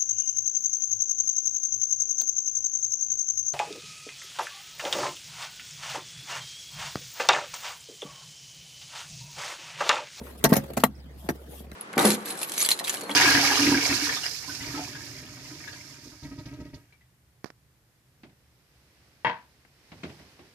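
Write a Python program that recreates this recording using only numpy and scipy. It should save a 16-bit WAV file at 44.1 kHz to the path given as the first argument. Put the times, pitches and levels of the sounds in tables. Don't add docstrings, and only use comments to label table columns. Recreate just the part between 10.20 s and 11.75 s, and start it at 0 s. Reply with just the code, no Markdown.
import sys
import numpy as np
from scipy import signal
from scipy.fft import rfft, irfft, next_fast_len
from scipy.io import wavfile
from scipy.ndimage import uniform_filter1d, minimum_filter1d, map_coordinates

SR = 44100
rng = np.random.default_rng(int(sys.argv[2]) if len(sys.argv) > 2 else 0)


def bounce(signal):
    frames = np.transpose(np.atleast_2d(signal))
    limited = np.clip(frames, -1, 1)
    pcm = np.round(limited * 32767).astype(np.int16)
    wavfile.write(sys.argv[1], SR, pcm)


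def magnitude_from_level(level_db):
    exponent = np.asarray(level_db, float) / 20
    return 10 ** exponent


N = 68355

# frequency in Hz, likeness from -1 to 1.
STEADY_ALIKE = [(60, 0.75), (240, 0.89), (950, 0.17), (3770, -0.25), (15000, 0.3)]
# frequency in Hz, likeness from -1 to 1.
HIT_ALIKE = [(500, 1), (1500, 0.045), (4000, 0.21), (12000, 0.034)]


def unit(x):
    return x / np.sqrt(np.mean(x ** 2) + 1e-20)


def along(points, hz):
    f, v = np.transpose(points)
    return np.interp(np.log(hz + 1), np.log(f + 1), v)


def curves(rows):
    s, *cols = np.transpose(rows)
    return [np.interp(np.arange(N) / SR, s, c) for c in cols]


def wobble(rate):
    knots = rng.standard_normal(int(N * 400 / SR) + 4)
    return map_coordinates(knots, [np.arange(N) * min(rate, 399) / SR])


def filtered(x, response):
    m = next_fast_len(N + SR // 2)
    return irfft(rfft(x, m) * response(np.fft.rfftfreq(m, 1 / SR)), m)[..., :N]


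def low_cut(f, cut_hz):
    return -f * f / (cut_hz ** 2 - f * f + 1j * f * cut_hz)


def hiss(spectrum, alike, size, tilt_db=0):
    m = next_fast_len(size)
    hz = np.fft.rfftfreq(m, 1 / SR)
    gain = magnitude_from_level(along(spectrum, hz) + tilt_db * np.log2((hz + 1) / 5000))
    turn = np.arccos(np.clip(along(alike, hz), -1, 1)) / 2
    spread = rfft(rng.standard_normal((2, m))) * gain * [np.cos(turn), np.sin(turn)]
    mid, side = irfft(spread, m)[:, :size]
    z = signal.stft(np.array([mid + side, mid - side]), nperseg=512)[2]
    patches = uniform_filter1d(rng.standard_normal(z.shape[1:]), size=4, axis=0)
    patches = uniform_filter1d(patches, size=6, axis=1)
    patch_db = 4.5 * unit(patches)
    return unit(signal.istft(z * magnitude_from_level(patch_db), nperseg=512)[1][:, :size])


def add(track, sound, s):
    part = track[..., round(s * SR):][..., :sound.shape[-1]]
    part += sound[..., :part.shape[-1]]


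def lid():
    # start in seconds, peak in dB, loudest region in octaves over 100 Hz, ring length factor.
    thuds = [(0.013, -27, 1.54, 1.15), (.24, -3.5, 1.72, 1.2), (0.247, 3, 2.2, 0.76),
             (.2505, -1, 3.3, 1.17), (0.2593, -6.5, 0.78, 0.9), (0.282, -18.5, 1.1, 0.82),
             (0.299, -11.5, 1.4, 1.1), (0.32, 6.5, 1.05, 0.54), (0.3253, 3.5, 2.04, 0.13),
             (.3275, 0.5, 3.8, 0.37), (.333, -3.5, 2.16, 1.5), (0.3393, 0.5, 1.84, 0.28),
             (.364, -8, 2.97, 0.68), (0.3676, -0.5, 1.82, 0.36), (0.382, -15, 0.5, .9),
             (0.509, -32, 0.31, .9), (0.504, -31, 2.5, 0.91), (0.5691, -17, 1.06, 0.76),
             (0.5736, -22, 3.32, 0.47), (0.5782, -14.5, 1.56, 0.75), (0.596, -23.5, 1.1, 2.1),
             (0.6372, 8.5, 3.68, 0.36), (.6403, -6, 1.11, 0.87), (0.6402, -5, 1.66, 0.74),
             (0.659, -21, 0.68, 0.46), (0.862, -37, 0.3, 1.2), (1.05, -28, 0.33, 0.18),
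             (1.063, -36.5, 3.3, 0.48), (1.0892, -15, 2.05, 0.33), (1.0901, -12.5, 3.4, 0.47),
             (1.0918, -9, 1.58, 0.32), (1.0951, -16, 2.04, 0.29), (1.1036, -12.5, 1.8, 0.32),
             (1.124, -32, 0.6, .5), (1.288, -33, 0.45, 0.22), (1.405, -30, 1.74, 0.41),
             (1.47, -35, 1.76, 0.58), (1.5187, -30, 1.6, 0.28)]
    # frequency in Hz, level in dB, time to fall 60 dB in seconds.
    lid_modes = [(118, -46, 0.077), (147, -3, 0.14), (217, -5, 0.098), (248.3, 5, 0.074),
                 (308.7, -9.5, 0.085), (414, 7, 0.03), (544.5, -3, 0.17), (666, 5, 0.033),
                 (738.5, 1.5, 0.1), (880, -8.5, 0.15), (1089, 4, 0.028), (1420, -5, 0.022),
                 (1906, -11, 0.012)]
    region_octaves, hollow_db, side_db, cut_hz = 0.65, -15.5, -7, 112
    out, t = np.zeros((2, N)), np.arange(SR // 4) / SR
    hz, level, t60 = np.transpose(lid_modes)[:, :, None]
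    for s, db, region, life in thuds:
        chance = rng.standard_normal((3, len(lid_modes), 1))
        weight = np.exp(-.5 * ((np.log2(hz / 100) - region) / region_octaves) ** 2)
        weight = weight + magnitude_from_level(hollow_db) / (1 + (hz / 300) ** 4)
        fading = magnitude_from_level(level + chance[0] - 60 * t / (t60 * max(life, .1)))
        modes = weight * fading * np.sin(2 * np.pi * hz * (1 + .012 * chance[1]) * t)
        mid = modes.sum(0)
        side = magnitude_from_level(side_db) * (chance[2] * np.sqrt(hz / 500) * modes).sum(0)
        contact = np.hanning(round(SR / (300 * 2 ** region)) + 3)
        blow = signal.fftconvolve(np.array([mid + side, mid - side]), -contact[None], axes=1)
        add(out, magnitude_from_level(db) * blow / np.abs(blow.mean(0)).max(), s)
    return filtered(out, lambda f: (1j * f / (cut_hz + 1j * f)) ** 2 * low_cut(f, cut_hz) ** 2)


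def catches():
    # start in seconds, peak in dB, tilt in dB per octave, time to fall 60 dB in seconds.
    clacks = [(0.064, -41, -5, 0.15), (0.237, -22, -21, 0.054), (0.2403, -1.5, 5, 0.039),
              (0.2436, -15.5, -2, 0.073), (0.248, -9, -1.5, 0.022), (.251, -10, -5.5, 0.044),
              (0.257, -13, 2.5, 0.024), (0.289, -29.5, 2.5, 0.15), (.302, -24, -5.5, 0.034),
              (0.32, -16.5, -6, 0.084), (0.328, -14.5, 2.5, 0.037), (.331, -15, 0.5, 0.053),
              (0.3348, -6, 2, 0.03), (0.354, -21.5, 0.5, 0.13), (0.3651, -7.5, 2.5, 0.038),
              (0.377, -21, -6.5, 0.077), (0.5336, -39.5, 1, 0.04), (0.568, -23, 0, 0.045),
              (.575, -16.5, 2.5, 0.032), (0.597, -30, -0.5, 0.087), (.637, 0.5, -3, 0.024),
              (0.639, -9, 8, 0.02), (0.662, -33.5, 9, 0.047), (1.088, -18, -3, 0.024),
              (1.095, -27.5, 2.5, 0.031), (1.104, -33.5, 1, 0.025), (1.5153, -33, -1.5, 0.014)]
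    # frequency in Hz, level in dB, time to fall 60 dB in seconds.
    steel_modes = [(2347, 8.5, 0.023), (4300, 10, 0.047), (6550, 10, 0.11), (8400, 7, 0.026),
                   (9800, -23.5, 0.053), (12700, 2.5, 0.09), (13700, -7.5, .03)]
    # frequency in Hz, level in dB per Hz.
    crack_colour = [(500, -33), (900, -3), (2500, -10), (7300, -17), (12200, -14), (15500, -24.5),
                    (16300, -43.5)]
    ring_db, scatter_db, rattle_db, rise_s = -14, 3, 4, 0.0012
    out, t = np.zeros((2, N)), np.arange(SR // 6) / SR
    hz, level, t60 = np.transpose(steel_modes)[:, :, None]
    for s, db, tilt_db, life in clacks:
        size_db = level + tilt_db * np.log2(hz / 5000)
        chance = rng.standard_normal((3, len(steel_modes), 1))
        phase = rng.uniform(0, 2 * np.pi, (2, len(steel_modes), 1))
        fading_db = size_db - size_db.max() + scatter_db * chance[:2] - 60 * t / np.minimum(t60, life)
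        notes = np.sin(2 * np.pi * hz * (1 + 0.036 * chance[2]) * t + phase)
        ring = (magnitude_from_level(fading_db) * notes).sum(1)
        rattle = magnitude_from_level(rattle_db * unit(uniform_filter1d(rng.standard_normal(len(t)), size=40)))
        crack = unit(rattle * hiss(crack_colour, HIT_ALIKE, len(t), tilt_db))
        crack = crack * magnitude_from_level(-60 * t / max(life, .004))
        rise = 1 - np.exp(-t / rise_s)
        add(out, magnitude_from_level(db - 1) * rise * (crack + magnitude_from_level(ring_db) * ring), s)
    return out


def ticks():
    # start in seconds, peak in dB, frequency in Hz, time to fall 60 dB in seconds.
    loose_parts = [(0.069, -49, 1380, .04), (.2408, -24, 4300, 0.023), (0.2496, -9, 4280, 0.026),
                   (.252, -12, 5860, 0.026), (.326, -34, 2470, 0.016), (.329, -9, 1800, 0.017),
                   (.364, -15, 5670, 0.024), (.5345, -59, 11000, 0.023), (.503, -37, 647, 0.058),
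                   (.573, -12.5, 709, 0.03), (0.578, -34, 13500, 0.013), (.6372, -9, 730, 0.062),
                   (0.6352, -14, 1156, 0.044), (0.6371, -13.5, 2430, 0.022), (.6455, -43, 6500, 0.014),
                   (.648, -19.5, 3930, 0.026), (1.089, -39, 2336, 0.036), (1.09, -29.5, 4090, 0.022),
                   (1.095, -23.5, 1510, 0.012), (1.0962, -25.5, 5710, 0.017), (1.097, -39, 3670, 0.038),
                   (.015, -35, 950, 0.015), (1.468, -48.5, 2350, 0.016), (1.516, -41.5, 3950, 0.018),
                   (1.5165, -53, 2260, 0.016), (1.515, -41, 1420, 0.035)]
    rise_s, roughness = 0.0004, 0.8
    out, t = np.zeros((2, N)), np.arange(SR // 12) / SR
    for s, db, hz, life in loose_parts:
        wander = roughness * np.cumsum(rng.standard_normal(len(t))) / np.sqrt(SR / 1000)
        apart = rng.uniform(-1.3, 1) * np.array([[1], [-1]])
        note = np.sin(2 * np.pi * hz * t + wander + apart)
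        add(out, magnitude_from_level(db - 60 * t / max(life, .004)) * (1 - np.exp(-t / rise_s)) * note, s)
    return out


def boot(x):
    # frequency in Hz, time to fall 60 dB in seconds.
    tail_length = [(150, 0.1), (500, .085), (1500, 0.075), (5000, 0.065), (14000, 0.06)]
    burst = hiss([(20, 0.006), (20000, 0.011)], HIT_ALIKE, SR // 4)
    hz, t, z = signal.stft(burst, SR, nperseg=256)
    tail = signal.istft(z * magnitude_from_level(-60 * t / along(tail_length, hz)[:, None]), SR, nperseg=256)[1]
    late = np.pad(x, ((0, 0), (90, 0)))
    return signal.fftconvolve(late, tail / np.linalg.norm(tail[0]), axes=1)[:, :N]


def fingers():
    # start in seconds, length in seconds, hiss in dB, fade in seconds.
    drags = [
        (-.05, 0.25, -54.5, 0.092),
        (0.168, 0.039, -53, 0.012),
        (0.373, 0.15, -64.5, 0.011),
        (0.963, 0.13, -56, 0.022),
        (1.107, 0.36, -67.5, 0.012),
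        (1.276, 0.16, -50, 0.04),
        (1.527, .08, -57.5, 0.0033),
    ]
    # time in seconds, level in dB.
    pressure = [(0, 2.5), (.22, 10.5), (.45, 11.5), (.56, 6.5), (.7, -4.5), (.95, 0.5), (1.06, 4),
                (1.2, 2.5), (1.4, 5.5), (1.55, -4)]
    # frequency in Hz, level in dB per Hz.
    skin_colour = [(800, -34), (1500, -19), (3200, -0.5), (6500, -6), (9000, -0.5), (12600, 0.5),
                   (15500, -15), (15900, -50)]
    # frequency in Hz, level in dB per Hz.
    rumble_colour = [(70, -31.5), (105, -6.5), (145, -18.5), (220, -5.5), (590, -9), (890, -17.5),
                     (4000, -32), (6000, -37)]
    rumble_db = -53.5
    t = np.arange(N) / SR
    strokes = np.zeros(N)
    for s, length, db, fade in drags:
        strokes += magnitude_from_level(db) * np.clip(np.minimum(t - s, s + length - t) / fade, 0, 1) ** 2
    grain = magnitude_from_level(1.3 * wobble(280) + 1.8 * wobble(42.1))
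    skin = unit(grain * hiss(skin_colour, [(1000, 0.061)], N))
    lumps = magnitude_from_level(2.1 * wobble(44.08) + 2.4 * wobble(160))
    body = unit(lumps * hiss(rumble_colour, STEADY_ALIKE, N))
    return strokes * skin + magnitude_from_level(rumble_db + curves(pressure)[0]) * body


def sleeve():
    # time in seconds, centre frequency in Hz, level in dB.
    swishes = [
        [(.73, 4300, -85), (.748, 4900, -59), (.775, 5800, -63), (.8, 6000, -69)],
        [(.78, 4300, -80), (.803, 4900, -55), (.815, 4600, -62), (.87, 2900, -68)],
    ]
    out = np.zeros((2, N))
    t = np.arange(N) / SR
    for rows in swishes:
        hz, db = curves(rows)
        inside = (t > rows[0][0]) & (t < rows[-1][0])
        whistle = np.sin(2 * np.pi * np.cumsum(hz * (1 + .05 * wobble(200))) / SR)
        out += inside * magnitude_from_level(db) * np.array([wobble(390), wobble(390)]) * whistle
    return out


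def hum():
    hum_hz, drift, level_db, waver_db = 68, 0.0046, -49, -1
    tone = np.sin(2 * np.pi * np.cumsum(hum_hz * (1 + drift * wobble(6.3))) / SR)
    tone = tone * magnitude_from_level(waver_db * wobble(7.3))
    return np.sqrt(2) * magnitude_from_level(level_db) * tone * magnitude_from_level([[-.4], [.4]])


def quiet_air():
    # frequency in Hz, level in dB per Hz.
    air_colour = [(30, 1), (80, -13), (130, 7), (420, -8.5), (4600, -20), (7100, -29), (12000, -27.5),
                  (15600, -40.5), (15900, -99.5)]
    return magnitude_from_level(-54) * hiss(air_colour, STEADY_ALIKE, N)


def scene():
    # frequency in Hz, left over right in dB.
    lean = [(1000, 0), (4000, 1), (8000, -4), (13000, 13)]
    boot_db, top_hz = -7, 16050
    hits = lid() + catches() + ticks()
    near = hits + magnitude_from_level(boot_db) * boot(hits) + fingers()
    near = filtered(near, lambda f: magnitude_from_level(along(lean, f) * [[.5], [-.5]]) / (1 + (f / top_hz) ** 60))
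    return near + sleeve() + hum() + quiet_air()


def top_cut(x):
    return signal.sosfilt(signal.butter(12, 17140, fs=SR, output="sos"), x)


def record(dry):
    knee_db, slope, hold_s = -24, 0.38, 0.045
    bottom_hz, edge_hz, edge_db = 42, 15850, -20
    span = max(round(hold_s * SR), 2)
    level_db = 10 * np.log10(np.abs(uniform_filter1d((dry ** 2).mean(0), size=330)) + 1e-12)
    cut_db = -slope * np.maximum(level_db - knee_db, 0)
    cut_db = minimum_filter1d(cut_db, span, origin=(span - 1) // 2)
    cut_db = uniform_filter1d(cut_db, size=520)
    heard = filtered(dry * magnitude_from_level(cut_db), lambda f: low_cut(f, bottom_hz) ** 2 * magnitude_from_level(edge_db * (f > edge_hz)))
    return top_cut(heard)


dry = scene()
out = record(dry)
bounce(out)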